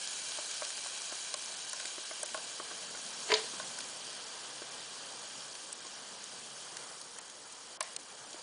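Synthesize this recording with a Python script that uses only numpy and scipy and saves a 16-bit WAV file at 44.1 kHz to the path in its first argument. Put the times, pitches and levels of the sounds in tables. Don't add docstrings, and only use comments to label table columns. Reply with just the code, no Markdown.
import sys
import numpy as np
from scipy import signal
from scipy.io import wavfile
from scipy.ndimage import uniform_filter1d, minimum_filter1d

SR = 44100
rng = np.random.default_rng(int(sys.argv[2]) if len(sys.argv) > 2 else 0)


def to_linear_factor(level_db):
    exponent = np.asarray(level_db, float) / 20
    return 10 ** exponent


def transcribe(signal):
    frames = np.atleast_2d(signal).T
    limited = np.clip(frames, -1, 1)
    pcm = np.round(limited * 32767).astype(np.int16)
    wavfile.write(sys.argv[1], SR, pcm)


N = 371322

# frequency in Hz, level in dB per Hz.
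STEAM_SPECTRUM = [(180, -48.5), (300, -16.5), (475, -19), (602, -11), (2130, -11.5), (3220, -3.5),
                  (3630, -7), (6570, -3), (9660, -2), (10400, -11.5), (13500, -41), (22000, -120)]


def evened(x):
    return x / np.sqrt(np.mean(x ** 2) + 1e-20)


def read(points, hz):
    f, value = np.transpose(points)
    return np.interp(np.log(hz + 1), np.log(f + 1), value)


def curve(rows, column):
    rows = np.asarray(rows)
    return np.interp(np.arange(N) / SR, rows[:, 0], rows[:, column])


def add(mix, s, sound):
    part = mix[round(s * SR):][:len(sound)]
    part += sound[:len(part)]


def coloured(x, db_of):
    gain_db = np.maximum(db_of(abs(np.fft.fftfreq(4096, 1 / SR))), -100)
    log_gain = np.log(to_linear_factor(gain_db))
    taps = np.fft.ifft(np.exp(np.conj(signal.hilbert(log_gain)))).real[:2048]
    return signal.oaconvolve(x, taps)[:len(x)]


def ring(modes, stretch=0.81, spread=0.026):
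    t = np.arange(SR // 4) / SR
    off = rng.uniform(-0.4, 1, (len(modes), 2))
    out = np.zeros(len(t))
    for (hz, db, t60_s), (detune, lift) in zip(modes, off):
        decay = to_linear_factor(db + 0.83 * lift - 60 * t / max(t60_s * stretch, 0.004))
        out += decay * np.sin(2 * np.pi * hz * (1 + spread * detune) * t)
    out = out * (1 - np.exp(-t / 0.0018))
    return out / abs(out).max()


def burst(t60_s, rise_s):
    t = np.arange(SR // 4) / SR
    fall = to_linear_factor(-60 * t / max(t60_s, 0.003))
    return rng.standard_normal(len(t)) * fall * (1 - np.exp(-t / rise_s))


def patchy(x, patchy_db, flicker_db, flicker_hz):
    hz, t, z = signal.stft(x, SR, nperseg=256, noverlap=192)
    patches = uniform_filter1d(rng.standard_normal(z.shape), size=5, axis=0)
    patches = uniform_filter1d(patches, size=24, axis=1)
    flicker = evened(uniform_filter1d(rng.standard_normal(len(t)), size=20))
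    field_db = patchy_db * evened(patches) + flicker_db * flicker * (hz / (hz + flicker_hz))[:, None]
    return signal.istft(z * to_linear_factor(field_db), SR, nperseg=256, noverlap=192)[1][:N]


def swells(rows, idle_db):
    t = np.arange(N) / SR
    return to_linear_factor(idle_db) + sum(to_linear_factor(db) * np.exp(-((t - s) / half_s) ** 2) for s, half_s, db in rows)


def traffic_wash():
    # frequency in Hz, level in dB per Hz.
    wash_spectrum = [(12, -60.5), (20, -8.5), (87, -17), (136, -10), (260, -7), (339, -5.5), (489, -1),
                     (612, -3), (978, -2), (1200, -3.5), (1500, -5), (2160, -9.5), (2600, -25), (3380, -20),
                     (5720, -120)]
    # time in seconds, level in dB.
    wash_level = [(0.0, -61), (0.3, -58), (2.0, -58), (2.7, -54.5), (3.5, -54), (5.3, -54), (5.7, -56),
                  (6.6, -55), (6.85, -52), (7.0, -56), (7.75, -58), (8.42, -55.5)]
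    noise = coloured(rng.standard_normal(N), lambda hz: read(wash_spectrum, hz))
    wash = evened(patchy(noise, patchy_db=1.33, flicker_db=0.88, flicker_hz=300))
    return to_linear_factor(curve(wash_level, column=1) + 0.5) * wash


def engine_hum():
    # middle in seconds, half length in seconds, level in dB.
    pushes = [
        (0.28, 0.1, -72),
        (2.55, 0.2, -92),
        (3.5, 0.44, -70),
        (4.1, 0.087, -72),
        (4.62, 0.26, -69.5),
        (5.05, 0.088, -73),
        (5.42, 0.086, -68),
        (6.65, 0.28, -68),
        (8.2, 0.11, -73),
    ]
    hum_hz, hum_width_hz = 140, 3.0
    waver = uniform_filter1d(rng.standard_normal(N), size=4000)
    waver = evened(uniform_filter1d(waver, size=4000))
    hum = np.sqrt(2) * np.sin(2 * np.pi * np.cumsum(hum_hz + hum_width_hz * waver) / SR)
    return to_linear_factor(-4.0) * swells(pushes, idle_db=-84) * hum


def vehicle_drone():
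    # middle in seconds, half length in seconds, level in dB.
    passes = [
        (0.0, 0.2, -68),
        (1.5, .4, -72.5),
        (2.65, 0.28, -65.5),
        (3.5, 0.62, -60),
        (5.2, 0.33, -73),
        (6.2, .45, -64.5),
    ]
    band = signal.butter(2, (169, 272), "band", fs=SR, output="sos")
    drone = evened(signal.sosfilt(band, rng.standard_normal(N)))
    return to_linear_factor(-5.0) * swells(passes, idle_db=-78.5) * drone


def yard():
    return traffic_wash() + engine_hum() + vehicle_drone()


def clank():
    # start in seconds, peak in dB, share of low ring, rattle t60 in seconds, treble in dB.
    contacts = [(3.286, -31.5, 0.26, 0.15, -4), (3.299, -26.5, 0.76, .09, -9), (3.304, -26, 0.3, 0.089, 0),
                (3.3168, -15.5, 0.3, 0.028, -4), (3.324, -29.5, 2.5, 0.078, -11),
                (3.3383, -12, 0.2, 0.028, 8), (3.349, -24, 0.2, 0.16, 4.5), (3.372, -31, 0.077, 0.16, 2),
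                (3.393, -36, 0.56, 0.29, 5), (3.411, -39, 0.44, 0.24, 12), (3.44, -37.5, 0.97, 0.31, 11),
                (7.8065, -26.5, .02, 0.042, -7.5), (7.185, -41, .02, 0.099, -12),
                (7.825, -41.5, .02, 0.2, -7), (7.86, -43, .02, 0.28, -11)]
    # frequency in Hz, level in dB, t60 in seconds.
    steel_modes = [(433, 4, 0.16), (418, -7, 0.093), (644, -1, 0.085), (993, 9.5, 0.031)]
    # frequency in Hz, level in dB per Hz.
    rattle_spectrum = [(300, -60.5), (600, 7.5), (950, 5.5), (1300, -0.5), (1850, 8), (2600, 5),
                       (3300, 5.5), (4200, 8.5), (4800, 8), (5500, -5.5), (7000, 0), (8200, -20),
                       (10500, -24)]
    out = np.zeros(N)
    for s, db, low, t60_s, treble_db in contacts:
        shake = burst(t60_s, rise_s=0.002)
        rattle = coloured(shake, lambda f: read(rattle_spectrum, f) + treble_db * np.clip(f / 1500 - 1.4, 0, 1))
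        add(out, s, to_linear_factor(db) * (low * ring(steel_modes, spread=0.0025) + rattle / abs(rattle).max()))
    return out


def knock(modes_db):
    # frequency in Hz, t60 in seconds.
    can_modes = [(340, 0.045), (605, 0.056), (1055, 0.064), (1500, 0.05)]
    balance = [(hz, db) for (hz, _), db in zip(can_modes, modes_db)]
    thud_spectrum = [(130, -45)] + balance + [(2200, modes_db[-1] - 5), (3500, -45)]
    thud = coloured(burst(0.022, rise_s=0.0015), lambda f: read(thud_spectrum, f))
    rings = ring([(hz, db, t60_s) for (hz, t60_s), db in zip(can_modes, modes_db)], spread=0.06)
    out = rings + 1.1 * thud / abs(thud).max()
    return out / abs(out).max()


def slugs():
    # start in seconds, peak in dB, belly in dB, shoulder in dB, rim in dB.
    blows = [(0.385, -33.5, -9, -8, -7), (0.62, -28, -19, -1, -8), (0.859, -36.5, -18, 5, -8),
             (1.122, -36.5, 1, -0.5, -4), (1.34, -32, -16, -3, -5), (1.731, -33, -14, 2, 8),
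             (1.799, -38.5, -12, -1, 11), (1.85, -37.5, -4, -19, 3), (1.98, -36.5, 1, -7, -1),
             (2.11, -34, -9, -11, -5), (2.231, -31, -38, -7.5, -9), (2.345, -26.5, -20, -6, -9),
             (2.376, -34, -10, -9, -6), (2.598, -32, 0, 3.5, 0.5), (2.711, -36, -5, -3, 0),
             (2.947, -37.5, -19, -10, 0), (3.534, -37.5, 5, 8, -2), (3.598, -30.5, -18, -2, -1),
             (3.785, -39, -11, -7, 2), (4.617, -34.5, 1, -2, 0), (5.848, -40.5, 5, 6, -6),
             (7.183, -45, 5, 24, 15), (7.806, -26.5, -32, 2.5, -2), (8.342, -39.5, 5, -7, -14)]
    wall_db = -9
    out = np.zeros(N)
    for s, db, belly_db, shoulder_db, rim_db in blows:
        add(out, s, to_linear_factor(db) * knock(wall_db + np.array([belly_db, 0, shoulder_db, rim_db])))
    return out


def snaps():
    # start in seconds, peak in dB, centre in Hz, width in octaves.
    pockets = [(0.5113, -20, 6500, 1.9), (0.6489, -23, 3950, 1.8), (0.7799, -34, 6460, 1.3),
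               (0.869, -22, 8120, 0.98), (1.34, -16.5, 5600, 1.1), (1.6944, -20.5, 9600, 0.72),
               (1.731, -17, 8490, 1.4), (1.8002, -26, 3600, 1.2), (1.8543, -19.5, 4600, 2.2),
               (2.2302, -15.5, 9300, 0.71), (2.2593, -24, 6290, 1.7), (2.2883, -25.5, 3210, 1.8),
               (3.5971, -30, 4080, 0.61), (3.7867, -22.5, 8130, 1.2), (3.8041, -27, 3140, 0.93),
               (4.5789, -29, 4480, 2), (5.552, -25, 4330, 2.2), (5.7268, -17, 10000, 0.91),
               (5.8665, -29, 4650, 1.3), (6.2401, -28, 6860, 1.6), (6.7684, -23, 4650, 2.4),
               (7.0138, -25, 7990, 1.9), (7.1855, -23.5, 8450, 0.82), (7.298, -28, 7220, 2.9),
               (7.5232, -29, 9080, 1), (7.806, -13.5, 9170, 1.15), (7.8065, -20.5, 4500, 1.6),
               (7.826, -20, 9600, 1.6), (7.9634, -17, 6200, 2.1), (8.3294, -28, 4120, 1.1)]
    out = np.zeros(N)
    for s, db, hz, octaves in pockets:
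        puff = burst(0.014, rise_s=0.0015)
        snap = coloured(puff, lambda f: -12 * (np.log2((f + 1) / hz) / octaves) ** 2)
        add(out, s, to_linear_factor(db - 4.0) * snap / abs(snap).max())
    return out


def spits():
    # start in seconds, peak in dB.
    spit_rows = [(0.0747, -21), (0.1294, -30), (0.3197, -24), (0.3744, -26), (0.6044, -28), (0.7044, -26),
                 (0.7794, -26), (0.8394, -27), (0.8474, -25), (0.8994, -28), (1.0194, -28), (1.0744, -28),
                 (1.1544, -28), (1.4244, -25), (1.4594, -27), (1.7988, -26), (1.8114, -28), (1.9094, -29),
                 (2.3445, -26), (2.376, -27)]
    out = np.zeros(N)
    for s, db in spit_rows:
        spit = coloured(burst(0.003, rise_s=0.0001), lambda f: read(STEAM_SPECTRUM, f))
        add(out, s, to_linear_factor(db) * spit / abs(spit).max())
    return out


def hits():
    out = slugs() + snaps() + spits() + clank()
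    scatter = burst(0.36, rise_s=0.0074)
    return out + to_linear_factor(-15.5) * signal.oaconvolve(out, scatter / np.linalg.norm(scatter))[:N]


def sizzle(per_s=2500, spread_db=1.5, grains_db=-5.5):
    # time in seconds, sizzle strength in dB, brightness in dB.
    pour = [(0.0, -42, -3), (2.91, -46, -4), (3.4, -44.5, -2), (4.29, -47, -5), (5.37, -47.5, -5),
            (5.56, -49.5, -2), (5.75, -50, -3), (6.17, -48.5, -5), (6.82, -51, -0.5), (6.99, -53, 0.5),
            (7.34, -54.5, -1.5), (7.88, -52, -2), (8.09, -54, -2.5), (8.42, -51.5, -2)]
    # frequency in Hz, width in Hz, lift empty in dB, lift full in dB.
    hollow = [(620, 180, 0.5, 3.5), (1060, 250, -2.5, 3), (1585, 184, 9, 7), (2355, 140, 8, 4),
              (2170, 110, 2.5, -8), (3144, 530, 2, 3.5), (3950, 415, 8, 3), (3560, 230, -7, 0.5),
              (4670, 570, 2.5, 6), (5530, 450, 3, 4.5), (6650, 870, 5.5, 3.5), (8120, 300, 1, 1.5),
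              (9960, 480, 5, 3.5)]
    # time in seconds, fullness 0-1.
    filling = [
        (0, 0.4),
        (2.5, 0.67),
        (4.5, 1),
        (8.42, 0.85),
    ]

    size = to_linear_factor(spread_db * np.minimum(rng.exponential(1, N), 6)) * (rng.random(N) < per_s / SR)
    grains = np.convolve(size, np.exp(-np.arange(60) / 12.0))[:N] * rng.standard_normal(N)
    hiss = rng.standard_normal(N)
    drive = patchy(hiss + to_linear_factor(grains_db) * evened(grains), patchy_db=0.82, flicker_db=0.38, flicker_hz=5200)

    def in_can(column):
        def level_db(hz):
            lift_db = sum(m[column] * np.exp(-2 * ((hz - m[0]) / m[1]) ** 2) for m in hollow)
            return read(STEAM_SPECTRUM, hz) + lift_db
        return evened(coloured(drive, level_db))

    empty, full = in_can(2), in_can(3)
    fill = np.clip(curve(filling, column=1), 0, 1)
    x = (1 - fill) * empty + fill * full
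    top = signal.sosfiltfilt(signal.butter(2, 5200, "high", fs=SR, output="sos"), x)
    brightness = to_linear_factor(curve(pour, column=2)) - 1
    return to_linear_factor(curve(pour, column=1) + 4.0) * (x + brightness * top)


def scene():
    return np.tile(yard() + hits() + sizzle(), (2, 1))


def starved(z, hz):
    ahead_db, behind_db = 14, 10
    before_loss_db, after_loss_db, starve_hz = 36, 13, 4300
    power = uniform_filter1d(abs(z[0]) ** 2, size=9, axis=0)
    level_db = 10 * np.log10(uniform_filter1d(power, size=3, axis=1) + 1e-20)
    base_db = np.maximum(level_db, uniform_filter1d(level_db, size=201, axis=1))
    heard = (hz > 500) & (hz < 10000)
    coming_db = -minimum_filter1d(-level_db[heard].mean(0), size=23, origin=-11)
    past_db = -minimum_filter1d(-level_db, size=15, axis=1, origin=7)
    before = np.clip((coming_db - base_db[heard].mean(0) - ahead_db) / 3, 0, 1)
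    after = np.clip((past_db - base_db - behind_db) / 3, 0, 1)
    reach = np.clip(hz / starve_hz - 0.3, 0, 1)[:, None]
    return reach * (before_loss_db * before + after_loss_db * after)


def dropouts(hz, t):
    shape = (len(hz) // 3 + 1, len(t) // 5 + 1)
    chance = rng.random(shape) / rng.exponential(1, shape[1]) ** 0.8
    cells = np.kron(chance, np.ones((3, 5)))[:len(hz), :len(t)]
    return 20 * (cells < 0.14 * np.clip(hz / 800 - 5.4, 0, 1)[:, None])


def roll_off(x):
    return signal.sosfilt(signal.butter(12, 11250, fs=SR, output="sos"), x)


def record(dry):
    hz, t, z = signal.stft(dry, SR, nperseg=256, noverlap=192)
    loss_db = starved(z, hz) + dropouts(hz, t)
    x = signal.istft(z * to_linear_factor(-loss_db), SR, nperseg=256, noverlap=192)[1][:, :N]
    x = signal.sosfilt(signal.butter(2, 60, "high", fs=SR, output="sos"), x)
    self_noise = to_linear_factor(-63) * rng.standard_normal(N)
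    x = x + signal.sosfilt(signal.butter(1, 60, fs=SR, output="sos"), self_noise)
    band_limit = signal.firwin(601, 10067, window=("kaiser", 8), fs=SR)
    x = signal.oaconvolve(x, band_limit[None], "same")
    return roll_off(x)


dry = scene()
out = record(dry)
transcribe(out)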